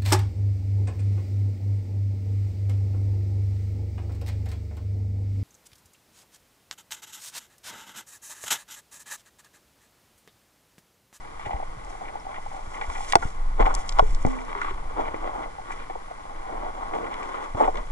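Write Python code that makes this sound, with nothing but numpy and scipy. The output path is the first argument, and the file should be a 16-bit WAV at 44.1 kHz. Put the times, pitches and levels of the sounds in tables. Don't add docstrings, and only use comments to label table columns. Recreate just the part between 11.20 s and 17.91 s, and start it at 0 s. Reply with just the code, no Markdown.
import sys
import numpy as np
from scipy import signal
from scipy.fft import rfft, irfft, next_fast_len
from scipy.io import wavfile

SR = 44100
rng = np.random.default_rng(int(sys.argv[2]) if len(sys.argv) > 2 else 0)


def unload_wav(signal):
    wavfile.write(
        sys.argv[1],
        SR,
        np.round(np.clip(np.atleast_2d(signal).T, -1, 1) * 32767).astype(np.int16),
    )


N = 295911
TIME = np.arange(N) / SR

# pitch_hz, width_hz, left_gain, right_gain
SHELL_MODES = [(258, 328, -0.21, 0.058), (317.5, 136, 0.2, 0.22), (373, 68, 0.3, -0.22),
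               (437.8, 44.6, -1.13, 0.41), (445.2, 63, 0.7, 0.029), (580, 241, 0.12, 0.18),
               (768.7, 155.6, 0.3, 0.66), (794, 222, 0.32, -0.9), (864, 49, 0.2, -0.17),
               (1033.4, 132, 0.6, -0.14), (1051, 243.5, -0.5, -0.07), (1441, 45, 0.083, -0.17),
               (1413, 120, -0.028, -0.01), (2022, 198, -0.061, -0.098), (2297, 470, -0.1526, -0.0236),
               (2376, 342, 0.123, 0.032), (3324, 390, -0.0374, -0.0045), (4075, 1400, -0.0099, 0.0025),
               (5530, 1360, -0.0142, -0.0016), (6700, 660, -0.009, 0.0014), (7300, 470, -0.0039, -0.0046),
               (9000, 3500, 0.0013, 0.0063), (9960, 900, -0.008, -0.006)]
# time_s, relative_db
FLOW_CURVE = [(0.05, -49), (0.33, -40.5), (0.55, -39.5), (1.1, -48), (1.28, -41.5), (1.7, -41), (2.05, -38),
              (2.42, -23.5), (2.68, -31.5), (2.92, -22), (3.25, -39.5), (3.6, -33), (4.4, -44.5),
              (4.75, -41), (5.1, -45.5), (5.4, -39.5), (5.8, -42.5), (6.25, -47), (6.53, -36), (6.68, -35)]
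# frequency_hz, relative_density_db
SWELL_SPECTRUM = [(6, -5), (14, 7.5), (22, 2.5), (33, -5), (48, -11.5), (70, -25.5), (110, -31), (300, -69)]
# frequency_hz, relative_density_db
FLUTTER_SPECTRUM = [(30, -17), (60, 6.5), (110, 1), (170, -1.5), (300, -10), (900, -63)]
# start_s, length_s, grind_db, drag_re_grind_db, hardness_db
RUB_STROKES = [(0.2, 0.06, -46, -22, 18), (0.262, 0.14, -37, -10, -10), (0.653, 0.078, -43.5, -5.5, -19),
               (0.816, 0.16, -41.5, -9, -11), (1.093, 0.079, -39, -12, -0.5), (1.333, 0.07, -40, -32, -8),
               (1.525, 0.43, -40, -11, 2), (2.024, 0.041, -36, -5, -0.5), (2.404, 0.0098, -16.5, -4, -2.5),
               (2.46, 0.03, -23, -10, 1.5), (2.496, 0.083, -31, -12, -1), (2.603, 0.23, -39, -19, 0),
               (2.776, 0.0091, -31.5, -12, 3), (2.892, 0.092, -50.5, 5, 11), (3.045, 0.19, -37, -5.5, 4),
               (3.284, 0.034, -34.5, -7, 9.5), (3.36, 0.15, -33, -13, 8), (3.572, 0.25, -41, -5, 3.5),
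               (3.771, 0.042, -26, -6.5, -5), (3.826, 0.052, -31, -11.5, -5), (3.91, 0.1, -38, -6.5, 3),
               (4.028, 0.23, -34, -6, -1.5), (4.471, 0.15, -42.5, -5, 13), (5.056, 0.23, -41.5, -9.5, -3),
               (5.272, .23, -33.5, -7.5, -4.5), (5.547, 0.25, -34, -9.5, -1),
               (5.725, 0.16, -34.5, -0.5, 0.5), (5.911, 0.35, -34, -7.5, 5), (6.372, 0.038, -30.5, -2.5, 1),
               (6.417, 0.048, -21.5, -5, -3.5), (6.543, 0.051, -30.5, -3.5, 2.5)]
# peak_s, peak_db, rise_s, fall_s
SAND_PLUMES = [(0.7, -59.5, 0.025, 0.13), (1.38, -58.5, 0.19, 0.055), (1.9, -45.5, 0.21, 0.037),
               (2.07, -50.5, 0.13, 0.053), (2.6, -52, 0.087, 0.25), (2.86, -54.5, 0.072, 0.15),
               (3.06, -58.5, .06, 0.18), (4.52, -48.5, 0.0099, 0.018), (6.03, -66, 0.09, 0.14),
               (6.42, -57, 0.068, 0.21)]
# start_s, energy_db
GRIT_SCUFFS = [(0.193, -19), (0.253, -11.5), (0.268, -16), (0.307, -14), (0.329, -15), (0.363, -21),
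               (0.426, -19.5), (0.85, -15.5), (0.878, -13), (1.139, -13.5), (1.157, -12), (1.539, -12),
               (1.562, -13), (1.611, -7), (1.631, -10), (1.712, -18), (1.752, -8.5), (1.776, -14),
               (1.928, -11), (3.13, -15), (3.184, -13.5), (3.464, -27), (3.849, -11), (3.877, -10),
               (4.234, -12.5), (4.516, -9.5), (4.696, -17), (5.84, -14), (5.861, -13), (5.926, -14),
               (6.156, -17), (6.432, -8.5)]
# start_s, energy_db, pitch_hz
WATER_GURGLES = [(0.195, -8.5, 870), (0.213, -15, 816), (0.266, -9, 780), (0.281, -11, 810),
                 (0.294, -1.5, 844), (0.308, -1, 740), (0.319, -10, 810), (0.3317, -0.5, 865),
                 (0.349, -8, 810), (0.364, -11, 760), (0.39, -12, 826), (0.40, -2, 740), (0.752, -9.5, 780),
                 (0.8156, -7.5, 720), (0.9545, -2.5, 800), (1.052, -10, 765), (1.0666, -4, 764),
                 (1.091, -11, 740), (1.131, -17, 830), (1.183, -7, 820), (1.262, -5.5, 820),
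                 (1.315, -10, 815), (1.3454, -9, 800), (1.364, -11, 765), (1.39, -7, 830),
                 (1.532, -18, 760), (1.58, -7, 845), (1.62, -2, 830), (1.644, -5.5, 830), (1.701, -5, 870),
                 (1.753, -8, 890), (1.769, -5, 774), (1.787, -9, 735), (1.8055, -3.5, 820),
                 (1.831, -9, 800), (2.467, 7.5, 850), (2.476, 7, 790), (4.3845, -6.5, 820),
                 (4.396, -7.5, 736), (6.487, 4.5, 740)]
# start_s, level_db, pitch_hz, t60_s, right_gain
HOUSING_BUMPS = [(.268, -24, 102, 0.036, 0.83), (.342, -18.5, 57, 0.11, 0.63),
                 (.57, -33.5, 109, 0.068, 0.9), (1.474, -30, 74, 0.058, 1), (1.682, -24.5, 55, 0.17, 0.7),
                 (1.9547, -18, 115, 0.03, 1), (1.995, -23, 65, .04, .8), (2.053, -11, 86, 0.024, 0.46),
                 (2.402, -14, 29.8, 0.25, 0.56), (2.824, -4.5, 41.4, 0.039, 0.69),
                 (2.925, -21, 102, 0.13, -0.78), (3.0505, 1, 75, 0.013, 0.42),
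                 (3.066, -9.5, 139, 0.037, -0.37), (6.347, -19, 86.5, 0.044, 0.96)]
# start_s, energy_db, centre_hz, width_octaves, scrape_gain, crack_db, crack_top_hz
PEBBLE_KNOCKS = [(0.424, -3, 700, 0.62, 0.05, -37, 3500), (1.6125, -4.5, 1410, 3.2, 0.1, -37, 8000),
                 (1.6995, -4, 1120, 1.5, 0.034, -17, 4000), (1.9235, 1.5, 3900, 1.2, 0.025, -7, 14000),
                 (1.9331, 9.5, 880, 0.63, 0.013, 1.5, 3500), (1.9543, 18, 654, 1.32, 0.026, 10.5, 11400),
                 (1.9605, 0, 760, .7, 0.018, -14, 2500), (2.0259, 0, 1330, 0.26, 0.084, -28, 3500),
                 (2.407, 4, 487, 3.7, 0.051, -15, 6950), (2.4261, -6, 2180, 1, 0.015, -26, 4500),
                 (2.4626, -3, 2310, 0.79, 0.013, -25, 4970), (2.692, -15, 3280, 0.4, 0.063, -29, 6000),
                 (2.7863, 7.5, 1000, 0.61, 0.037, -6, 6000), (2.7935, 19, 920, 0.68, 0.013, -20, 14000),
                 (2.7938, -4.5, 3760, 0.68, 0.07, -18, 14000), (2.7995, 10, 786, .8, .02, -27, 3500),
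                 (2.825, -6, 600, 1.6, 0.038, -32, 8000), (3.049, 5, 220, 3.1, 0.011, -1.5, 2580),
                 (3.0696, 2, 200, 4.7, 0.034, -26, 2200), (3.329, -4.5, 1500, 1.8, 0.017, -27, 9000),
                 (3.3505, -1, 1280, 0.9, 0.029, -26, 6000), (3.415, 2.5, 1730, 0.56, 0.19, -19, 6960),
                 (3.8202, 0, 870, 1.1, 0.034, -28, 3000), (3.943, 0.5, 445, 4, 0.033, -19, 3000),
                 (4.503, -3.5, 1420, 0.81, 0.19, -30, 5950), (4.698, -2, 610, 0.52, 0.046, -31, 3500),
                 (4.753, -2.5, 624, 0.8, 0.066, -37, 3000), (4.907, -4.5, 615, 0.54, 0.16, -42, 3000),
                 (5.628, -1.5, 1040, .6, 0.056, -45, 3500), (5.736, -1, 650, 4.2, 0.059, -37, 6000),
                 (5.758, -3, 1000, 2, 0.09, -35, 3500), (5.9401, -15.5, 2600, 0.92, 0.28, -25.5, 9600),
                 (6.029, -15, 2900, 1.4, 0.16, -26, 8000), (6.555, -16, 2500, 0.92, .4, -25, 8000),
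                 (6.571, -17, 3280, .6, .2, -28, 7500), (6.347, -3, 420, 1.4, 0.026, -12.5, 2500),
                 (6.402, 10, 688, .8, 0.041, -10, 2500), (6.4075, 11.5, 675, 0.6, 0.022, -16, 2500),
                 (6.474, 10.5, 630, 0.33, 0.27, -7, 2500)]
# start_s, energy_db, centre_hz
GRIT_TICKS = [(0.648, -29, 7000), (2.5423, -14.5, 7350), (2.55, -4, 7600), (2.6924, -5.5, 5440),
              (2.724, -15.5, 5000), (2.9482, -16.5, 5650), (3.027, -26, 7800), (3.0648, -20, 7000),
              (3.25, -31, 7060)]
# start_s, level_db, pitch_hz, t60_s, right_gain
SHORT_RINGS = [(0.9985, -47.5, 5370, 0.037, 0.76), (1.9245, -16, 1940, 0.023, 0.82),
               (1.9548, -15, 2030, 0.02, 0.48), (1.9565, -16.5, 351, 0.045, 0.99),
               (1.957, -18, 688, 0.088, 0.89), (1.957, -31, 438, 0.13, 0.7), (2.0257, -24, 1403, 0.055, 1),
               (2.795, -11, 738, 0.039, 0.97), (2.794, -23, 1460, 0.04, 0.55),
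               (2.797, -18, 440, 0.055, -0.61), (2.826, -13, 433, 0.1, -0.72),
               (3.355, -33, 403, 0.31, 0.48), (3.51, -29, 382, 0.07, 0.55), (3.942, -25, 320, 0.04, 0.66)]
# start_s, level_db, pitch_hz, t60_s, right_gain
MOUNT_RINGS = [(3.049, -22, 255.4, 0.56, -1.47)]

DRAG_TOP_HZ, HOLLOW_TOP_HZ, HARD_TOP_HZ, SCRATCH_TOP_HZ = 580, 1007, 1302, 4070


def from_db(db):
    return 10 ** (np.asarray(db) / 20)


def unit_rms(x):
    return x / np.sqrt(np.mean(x ** 2) + 1e-20)


def cut(x, kind, hz, order):
    sos = signal.butter(order, np.clip(hz, 10, .45 * SR), kind, fs=SR, output="sos")
    return signal.sosfilt(sos, x)


def band(x, low_hz, high_hz, order=6):
    return cut(cut(x, "high", low_hz, order), "low", high_hz, order)


def drift(rate_hz):
    pole = np.exp(-2 * np.pi * rate_hz / SR)
    return unit_rms(signal.lfilter([1], [1, -2 * pole, pole * pole], rng.standard_normal(N + SR))[SR:])


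def coloured_noise(spectrum):
    hz, level_db = np.transpose(spectrum)
    size = next_fast_len(N)
    bins_hz = np.maximum(np.fft.rfftfreq(size, 1 / SR), 1)
    colour = from_db(np.interp(np.log(bins_hz), np.log(hz), level_db, right=-np.inf))
    return unit_rms(irfft(rfft(rng.standard_normal(size)) * colour, size)[:N])


def envelope(start_s, end_s, attack_s, release_s):
    return np.exp(-np.maximum(start_s - TIME, 0) / attack_s - np.maximum(TIME - end_s, 0) / release_s)


def current(swell_gain_db=5.0, flutter_db=-53.5, flutter_growth=0.26, rocking_db=-2, gust_db=0.5):
    flow_db = np.interp(TIME, *np.transpose(FLOW_CURVE))
    swell = from_db(flow_db + swell_gain_db) * coloured_noise(SWELL_SPECTRUM)
    flutter = coloured_noise(FLUTTER_SPECTRUM)
    rocking = cut(coloured_noise(FLUTTER_SPECTRUM), "high", 120, order=2) * [[1], [-1]]
    eddy_db = flutter_db + flutter_growth * (flow_db - np.median(flow_db)) + gust_db * drift(rate_hz=7)
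    return swell + from_db(eddy_db) * (flutter + from_db(rocking_db) * rocking)


def shell_response(size=4096, tail_db=-17, tail_t60_s=0.045, tail_low_hz=1300):
    push, modes = signal.unit_impulse(size) + 1e-18, 0
    for hz, width_hz, left, right in SHELL_MODES:
        r = np.exp(-np.pi * abs(width_hz) / SR)
        mode = signal.lfilter([1, 0, -1], [1, -2 * r * np.cos(2 * np.pi * hz / SR), r * r], push)
        modes = modes + np.outer([left, right], mode * (1 - r * r) / 2)
    tail = rng.standard_normal((2, size)) * from_db(-60 * TIME[:size] / tail_t60_s)
    tail = cut(unit_rms(tail) / np.sqrt(size), "high", tail_low_hz, order=3)
    return modes + from_db(tail_db) * signal.fftconvolve(modes, tail, axes=1)[:, :size]


def through(shell, force):
    return unit_rms(signal.oaconvolve(force, shell, axes=1)[:, :N])


def friction(slips_per_s, spread_db, smooth_gain, clump_db, channels=1):
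    shape = (channels, N)
    sizes = from_db(spread_db * np.minimum(rng.exponential(1, shape), 4)) * rng.choice([-1, 1], shape)
    slips = unit_rms(sizes * (rng.random(shape) < slips_per_s / SR))
    force = slips + smooth_gain * rng.standard_normal(shape)
    return unit_rms(force * from_db(clump_db * drift(rate_hz=31)))


def stroke_gains(scratch_re_grind_db=-16, scratch_per_hardness=0.74):
    power = np.zeros((4, N))
    for start_s, length_s, grind_db, drag_db, hardness_db in RUB_STROKES:
        hardness = from_db(hardness_db)
        drag = from_db(grind_db + drag_db)
        hollow = from_db(grind_db) / np.sqrt(1 + hardness ** 2)
        scratch = from_db(grind_db + scratch_re_grind_db + scratch_per_hardness * hardness_db)
        stroke = envelope(start_s, start_s + length_s, attack_s=0.0088, release_s=0.027)
        active = stroke > 1e-3
        power[:, active] += np.outer([drag, hollow, hardness * hollow, scratch], stroke[active]) ** 2
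    return np.sqrt(power)


def stick_slip(rate_hz=17, depth_db=1.5, scratch_depth_db=2):
    grip_db = depth_db * drift(rate_hz)
    return from_db([grip_db] * 3 + [grip_db + scratch_depth_db * drift(2 * rate_hz)])


def rubbing(shell, strokes, rest_db=(-51, -47, -44, -52)):
    slips = friction(slips_per_s=900, spread_db=2.0, smooth_gain=0.38, clump_db=0.5)
    per_mic = friction(slips_per_s=2000, spread_db=3.0, smooth_gain=0.56, clump_db=-1.0, channels=2)
    coarse_grit = friction(slips_per_s=170, spread_db=1.0, smooth_gain=1.0, clump_db=0.5)
    drag = cut(slips + 0.29 * per_mic, "low", DRAG_TOP_HZ, order=6)
    drag = cut(drag, "high", 83, order=1)
    hollow = band(coarse_grit + 0.53 * per_mic, DRAG_TOP_HZ, HOLLOW_TOP_HZ)
    hard = band(slips + 0.83 * per_mic, HOLLOW_TOP_HZ, HARD_TOP_HZ)
    scratch = band(slips + 0.57 * per_mic, HARD_TOP_HZ, SCRATCH_TOP_HZ)
    bands = zip(from_db(rest_db), strokes, (drag, hollow, hard, scratch))
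    return sum(np.hypot(rest, stroke) * through(shell, force) for rest, stroke, force in bands)


def sand(shell, scratch_gain, rest_db=-63, caught_db=-18, coarse_db=1):
    plumes = np.sqrt(sum((from_db(peak_db) * envelope(peak_s, peak_s, rise_s, fall_s)) ** 2
                         for peak_s, peak_db, rise_s, fall_s in SAND_PLUMES))
    streaming = np.hypot(plumes, from_db(caught_db) * scratch_gain)
    noise = cut(rng.standard_normal((2, N)), "high", SCRATCH_TOP_HZ, order=5)
    hiss = from_db(rest_db) * through(shell, noise) * from_db([[0.3], [0.8]])
    grit = friction(slips_per_s=2500, spread_db=2.0, smooth_gain=0.48, clump_db=2.5)
    fine = streaming * through(shell, cut(grit, "high", 5050, order=5)) * from_db([[-0.3], [1.2]])
    coarse = from_db(coarse_db) * plumes * through(shell, band(grit, 1900, SCRATCH_TOP_HZ))
    return hiss + fine + coarse


def self_noise(level_db=-58.5):
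    return from_db(level_db) * rng.standard_normal((2, N))


def contact(low_hz, high_hz, scrape_gain, push=0.42, scrape_at_1khz_s=0.0029, size=4096):
    rise_s = scrape_at_1khz_s * np.sqrt(1000 / high_hz)
    progress = TIME[:size] / rise_s
    scrape = scrape_gain * rng.standard_normal(size) * progress * np.exp(1 - progress)
    return band(push * signal.unit_impulse(size) + scrape, low_hz, high_hz, order=4)


def add_event(out, start_s, energy_db, shell, force):
    at = round(start_s * SR)
    sound = signal.fftconvolve(force[None], shell, axes=1)[:, :N - at]
    energy = np.mean(np.sum(sound ** 2, axis=1))
    out[:, at:at + sound.shape[1]] += from_db(energy_db) * sound / np.sqrt(energy)


def scuffs(shell):
    out = np.zeros((2, N))
    for start_s, energy_db in GRIT_SCUFFS:
        force = contact(low_hz=1690, high_hz=2700, scrape_gain=0.13, scrape_at_1khz_s=0.008)
        add_event(out, start_s, energy_db, shell, force)
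    return out


def gurgles(shell, t60_s=0.025, rise_per_s=1.8, size=4096):
    out, age_s = np.zeros((2, N)), TIME[:size]
    for start_s, energy_db, hz in WATER_GURGLES:
        cycles = hz * age_s * (1 + rise_per_s * age_s / 2)
        tone = from_db(-60 * age_s / t60_s) * np.sin(2 * np.pi * cycles)
        add_event(out, start_s, energy_db, shell, tone)
    return out


def damped_sines(rows):
    out = np.zeros((2, N))
    for start_s, level_db, hz, t60_s, right_gain in rows:
        at = round(start_s * SR)
        age_s = TIME[:min(SR, N - at)]
        tone = from_db(level_db - 60 * age_s / t60_s) * np.sin(2 * np.pi * hz * age_s)
        out[:, at:at + len(tone)] += np.outer([1, right_gain], tone)
    return out


def bumps():
    return damped_sines(HOUSING_BUMPS)


def knocks(shell):
    out = np.zeros((2, N))
    for start_s, energy_db, centre_hz, octaves, scrape_gain, crack_db, crack_top_hz in PEBBLE_KNOCKS:
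        edge_ratio = 2 ** (octaves / 2)
        low_hz, high_hz = centre_hz / edge_ratio, centre_hz * edge_ratio
        add_event(out, start_s, energy_db, shell, contact(low_hz, high_hz, scrape_gain))
        crack = contact(0.96 * high_hz, crack_top_hz, scrape_gain, push=0.11)
        add_event(out, start_s, crack_db, shell, cut(crack, "high", crack_top_hz / 4, order=1))
    return out


def ticks(shell, width_octaves=0.89, pan_left_db=0.5):
    out, edge_ratio = np.zeros((2, N)), 2 ** (width_octaves / 2)
    for start_s, energy_db, centre_hz in GRIT_TICKS:
        force = contact(centre_hz / edge_ratio, centre_hz * edge_ratio, scrape_gain=0.034)
        add_event(out, start_s, energy_db, shell, force)
    return out * from_db([[pan_left_db], [-pan_left_db]])


def short_rings():
    return damped_sines(SHORT_RINGS)


def mount_hum():
    return damped_sines(MOUNT_RINGS)


def scene():
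    shell = shell_response()
    strokes = stroke_gains() * stick_slip()
    on_shell = rubbing(shell, strokes) + sand(shell, scratch_gain=strokes[-1])
    on_shell += knocks(shell) + ticks(shell) + scuffs(shell) + gurgles(shell)
    return on_shell + self_noise() + current() + bumps() + short_rings() + mount_hum()


def record(dry, cutoff_hz=11150):
    lowpass = signal.ellip(12, .2, 85, cutoff_hz, fs=SR, output="sos")
    return signal.sosfilt(lowpass, np.clip(dry, -1, 1))


dry = scene()
out = record(dry)
unload_wav(out)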